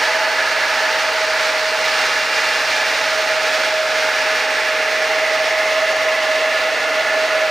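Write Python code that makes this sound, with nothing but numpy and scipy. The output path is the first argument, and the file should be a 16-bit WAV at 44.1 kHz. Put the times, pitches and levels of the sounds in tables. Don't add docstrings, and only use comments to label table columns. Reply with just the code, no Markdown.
import sys
import numpy as np
from scipy.fft import rfft, irfft
from scipy.io import wavfile

SR = 44100
rng = np.random.default_rng(int(sys.argv[2]) if len(sys.argv) > 2 else 0)


def generate_wav(signal):
    frames = np.transpose(np.atleast_2d(signal))
    scaled = np.clip(frames, -1, 1) * 32767
    pcm = np.round(scaled).astype(np.int16)
    wavfile.write(sys.argv[1], SR, pcm)


N = 330750
TIME = np.arange(N) / SR
BINS = np.maximum(np.fft.rfftfreq(N, 1 / SR), 1)


def from_db(db):
    return 10 ** (np.asarray(db) / 20)


def rms_one(x):
    return x / np.sqrt(np.mean(x ** 2) + 1e-20)


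def in_time(rows):
    s, *columns = np.transpose(rows)
    return [np.interp(TIME, s, column) for column in columns]


def over_hz(points):
    hz, value = np.transpose(points)
    return np.interp(np.log(BINS), np.log(hz), value)


def swell(at_s, half_s):
    return np.exp(-((TIME - at_s) / half_s) ** 2)


def beamed(gain_db, at_s, half_s):
    return gain_db * swell(at_s, half_s)


def drift(rate_hz, size=8192):
    hz = np.fft.rfftfreq(size, TIME[-1] / size)
    spectrum = rfft(rng.standard_normal(size)) / (1 + (hz / rate_hz) ** 2)
    slow = rms_one(irfft(spectrum))
    return np.interp(TIME, np.linspace(0, TIME[-1], size), slow)


# (f/Hz, likeness from 0 to 1)
PORT_LIKENESS = [(60, 0.89), (160, .89), (280, 0.95), (600, 0.99), (1050, 0.96), (1400, 0.96), (2300, .96),
                 (3150, 0.87), (3900, 0.94), (4800, 1), (6800, 0.94), (8400, 0.87), (11000, 0.82)]


def noise(gain):
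    mid, side = rng.standard_normal((2, 2 * len(BINS))).view(complex)
    alike = np.clip(over_hz(PORT_LIKENESS), 0, .998)
    shared = np.sqrt(1 + alike) * mid
    opposite = np.sqrt(1 - alike) * side * [[1], [-1]]
    return rms_one(irfft(gain * (shared + opposite), N))


def tone(hz, scatter, flutter_hz):
    cycles = np.cumsum(hz) / SR + rng.random()
    phase = np.float32(2 * np.pi * (cycles % 1))
    in_step = scatter * drift(flutter_hz)
    across = scatter * drift(flutter_hz)
    sway = .06 * drift(12.0) * [[1], [-1]]
    return rms_one((1 + in_step + sway) * np.sin(phase) + across * np.cos(phase))


# (t/s, level/dB)
GUST_LEVEL = [(0, 1.5), (.33, -1), (.83, 0.85), (1.29, -1.7), (1.42, 0.8), (1.67, -1.5), (2.0, 1.2),
              (2.25, -1.2), (2.4, 0.3), (2.92, -0.5), (3.48, -0.5), (3.62, 1.3), (3.83, -2), (3.98, 1),
              (4.68, 0), (5.1, 0.24), (6.7, 0.5), (7.5, -0.3)]


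def gusts():
    gust_db, = in_time(GUST_LEVEL)
    return gust_db


# (f/Hz, level/dB per Hz)
RUMBLE_COLOUR = [(20, -1), (50, -11), (100, 1.5), (140, -2), (250, -17)]
ROAR_COLOUR = [(60, -32), (125, -19), (190, -23), (280, -6), (360, -10.5), (450, -1), (600, 3.5), (705, 0),
               (800, 5.5), (1000, 0.5), (1300, -4), (2500, -42.5)]
RUSH_COLOUR = [(600, -34), (900, -8.5), (1100, -4.5), (1300, -2), (1600, 2), (2100, 1.5), (2420, -2),
               (2700, -4), (3100, -9.5), (4500, -48)]
HISS_COLOUR = [(1800, -31), (2900, -3.5), (3500, 0), (4500, 0), (5500, -2.5), (6500, -8.5), (7600, -15.5),
               (9500, -23.5), (11500, -44), (16000, -46)]
# (gained level/dB, strongest at t/s, half duration t/s)
HISS_SIDE_BEAM = (3, 2.55, 1.53)
RUMBLE_DB, ROAR_DB, RUSH_DB, HISS_DB = -57, -28, -21, -27
ROAR_FOLLOWS, RUSH_FOLLOWS, HISS_FOLLOWS = 1, 0.88, 1
HISS_FADE_DB_PER_S = 0.33


def flow():
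    gust_db = gusts()
    shimmer = drift(13.0)
    roar_db = ROAR_DB + ROAR_FOLLOWS * gust_db + 0.23 * drift(6.1)
    rush_db = RUSH_DB + RUSH_FOLLOWS * gust_db + 0.28 * shimmer
    hiss_db = HISS_DB + beamed(*HISS_SIDE_BEAM) - HISS_FADE_DB_PER_S * TIME
    hiss_db = hiss_db + HISS_FOLLOWS * gust_db + 0.73 * shimmer
    layers = [(RUMBLE_DB, RUMBLE_COLOUR), (roar_db, ROAR_COLOUR),
              (rush_db, RUSH_COLOUR), (hiss_db, HISS_COLOUR)]
    return sum(from_db(level_db) * noise(from_db(over_hz(colour))) for level_db, colour in layers)


# (centre f/Hz, width f/Hz, depth level/dB, deepest at t/s, half duration t/s)
INTERFERENCE_DIPS = [(1075, 81, 3, .1, 0.84), (1443, 300, 24, 6.7, 1.4), (2520, 67, -2, 3.6, 2.4),
                     (2370, 140, 9, 6.5, 1.04), (954, 120, 5.5, 5.9, 1.9), (1900, 38, 12, 8.2, 2),
                     (1130, 200, 2.5, 3.7, 1), (1910, 200, 4, 3.84, 0.35), (1540, 70, 5, 7.2, .7),
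                     (5400, 800, 2.5, 7, 1.5)]


def interfere(x):
    spectrum = rfft(x)
    for hz, width_hz, depth_db, at_s, half_s in INTERFERENCE_DIPS:
        band_shape = np.exp(-((BINS - hz) / (0.77 * width_hz)) ** 2)
        band = irfft(spectrum * band_shape, N)
        share_lost = 1 - from_db(-depth_db * swell(at_s, half_s))
        x = x - band * share_lost
    return x


# (centre f/Hz, width f/Hz, steady level/dB, swell level/dB, peak of swell at t/s, half duration t/s)
TURBULENCE_HUMPS = [(311, 85, -55.5, 11.5, 7.0, 0.81), (454.5, 47, -41, 4.5, 4.94, 0.47),
                    (626, 24, -41, 13.5, 7.3, 1.9), (925, 39, -44.5, 11.5, 0.23, 1.2),
                    (1040, 35, -51, 14, 6.1, 0.87), (1264, 52, -33.5, -1.5, 4.4, 0.59),
                    (1427, 91, -33, 6, 7.35, 1.1), (1685, 37, -40, 10, 0.54, 0.35),
                    (1730, 72, -53, 9, 6.8, 1.1), (2000, 40, -36.5, 6, 6, 1.3),
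                    (2105, 37, -50, 16.5, 5.3, 0.86), (2374, 68, -36.5, 6, 2.7, 0.45),
                    (2630, 40, -51, 14, 6.9, 1.7), (2954, 19, -48.5, 8, 0.26, 0.84),
                    (3430, 80, -45, 5, 6, 2.8), (4430, 170, -50, 13, 0.6, 2.2)]


def humps():
    out = 0
    for hz, width_hz, steady_db, swell_db, at_s, half_s in TURBULENCE_HUMPS:
        band = noise(1 / (1 + ((BINS - hz) / (0.88 * width_hz)) ** 2))
        out = out + from_db(steady_db + beamed(swell_db, at_s, half_s)) * band
    return out


# (t/s, level/dB)
SLOW_FAN_CURVE = [(0.0, -30.5), (0.41, -29), (0.58, -31), (0.75, -28), (1.5, -24), (2.35, -30),
                  (2.5, -32.5), (3.37, -23.5), (4.04, -23.5), (4.38, -27), (4.79, -24), (5.83, -22),
                  (6.04, -24.5), (6.42, -21), (6.75, -33), (6.88, -24.5), (7.5, -20)]
# (t/s, level/dB)
FAST_FAN_CURVE = [(0.0, -29), (1.74, -35.5), (2.33, -46), (2.75, -34.5), (3.58, -35.5), (4.58, -45),
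                  (5.24, -31), (6.08, -31), (7.5, -34)]
SLOW_FAN_HZ, FAST_FAN_HZ = 630.9, 646.7
FAN_WANDER = 0.0008095


def fans():
    slow_db, = in_time(SLOW_FAN_CURVE)
    fast_db, = in_time(FAST_FAN_CURVE)
    slow_hz = SLOW_FAN_HZ * (1 + FAN_WANDER * drift(0.54))
    slow = from_db(slow_db - 0.3) * tone(slow_hz, scatter=0.12, flutter_hz=6.7)
    fast_hz = FAST_FAN_HZ * (1 + FAN_WANDER * drift(0.57))
    fast = from_db(fast_db + 0.9) * tone(fast_hz, scatter=0.35, flutter_hz=6.7)
    return slow + fast


# (gained level/dB, strongest at t/s, half duration t/s)
WHISTLE_SWEEP = (9, 2.42, .5)
OCTAVE_SWEEP = (3.7, 7, 0.55)
# (level/dB), one per order
SIDEBAND_LEVELS = [-52.5, -51, -58, -61]
# (order, gained level/dB, strongest at t/s, half duration t/s)
SIDEBAND_SWEEPS = [(0, 6.5, 5.5, 1.9), (1, 10, 3.24, 0.3), (1, 4.5, 5.5, .4), (1, 6, 6.95, .4),
                   (2, 11, 2.55, .75), (3, 8, 1.85, .65), (3, 9, 3.05, .4), (3, 13, 4.6, .35)]
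SPOOL_HZ, WHISTLE_HZ = 861.7, 2772
SPOOL_WANDER = .00022
SPOOL_DB, OCTAVE_DB, WHISTLE_DB, SECOND_WHISTLE_DB = -31.5, -31, -39.5, -43
SPOOL_FADE_DB_PER_S = 1.37
WHINE_FOLLOWS = 1.3


def compressors():
    gust_db = gusts()
    speed = 1 + SPOOL_WANDER * drift(1.77)
    whistle_beam_db = beamed(*WHISTLE_SWEEP)

    spool_db = SPOOL_DB - SPOOL_FADE_DB_PER_S * TIME
    out = from_db(spool_db) * tone(SPOOL_HZ * speed, scatter=2.5, flutter_hz=16.0)
    octave_db = OCTAVE_DB + beamed(*OCTAVE_SWEEP) + 0.42 * drift(6.6)
    out += from_db(octave_db) * tone(2 * SPOOL_HZ * speed, scatter=2.4, flutter_hz=27)

    whistle_hz = WHISTLE_HZ * speed
    out += from_db(WHISTLE_DB + whistle_beam_db) * tone(whistle_hz, scatter=0.27, flutter_hz=7.0)
    second_db = SECOND_WHISTLE_DB + whistle_beam_db
    out += from_db(second_db) * tone(whistle_hz - 15, scatter=1.0, flutter_hz=4.7)

    for order, steady_db in enumerate(SIDEBAND_LEVELS):
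        beams = [beam for which, *beam in SIDEBAND_SWEEPS if round(which) == order]
        level_db = steady_db + sum(beamed(*beam) for beam in beams)
        sideband_hz = (2 * WHISTLE_HZ + order * SPOOL_HZ) * speed
        out += from_db(level_db) * tone(sideband_hz, scatter=0.39, flutter_hz=6.0)
    return from_db(WHINE_FOLLOWS * gust_db) * out


# (f/Hz, left minus right level/dB)
PORT_LEAN = [(60, -4), (92, -6), (140, -4.5), (210, -3.5), (330, -2.5), (500, -2.5), (770, -2.5),
             (1170, -2.0), (1790, -1), (2740, -2), (4190, -3.5), (6410, -2.5), (9810, -2.5), (15000, -2)]
# (f/Hz, radians by which left leads)
PORT_LEAD = [(300, .05), (520, .04), (630, -0.19), (1000, -0.027), (2000, 0), (2300, 0.06), (3050, .22),
             (4000, .02)]


def scene():
    engines = interfere(flow()) + humps() + fans() + compressors()
    sides = np.array([[.5], [-.5]])
    gain = from_db(sides * over_hz(PORT_LEAN))
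    turn = np.exp(1j * sides * over_hz(PORT_LEAD))
    return irfft(rfft(engines) * gain * turn, N)


CLOCK_HZ, SLIP_HZ, CUTOFF_HZ = 48000, 3900, 15720


def record(dry):
    timing_error_s = ((TIME * SLIP_HZ) % 1 - .5) / CLOCK_HZ
    slope = irfft(2j * np.pi * BINS * rfft(dry.mean(axis=0)), N)
    fizz = from_db(-0.6) * timing_error_s * slope
    top_cut = np.clip((CUTOFF_HZ - BINS) / 100 + .5, 0, 1)
    return irfft(rfft(dry + fizz) * top_cut, N)


dry = scene()
out = record(dry)
generate_wav(out)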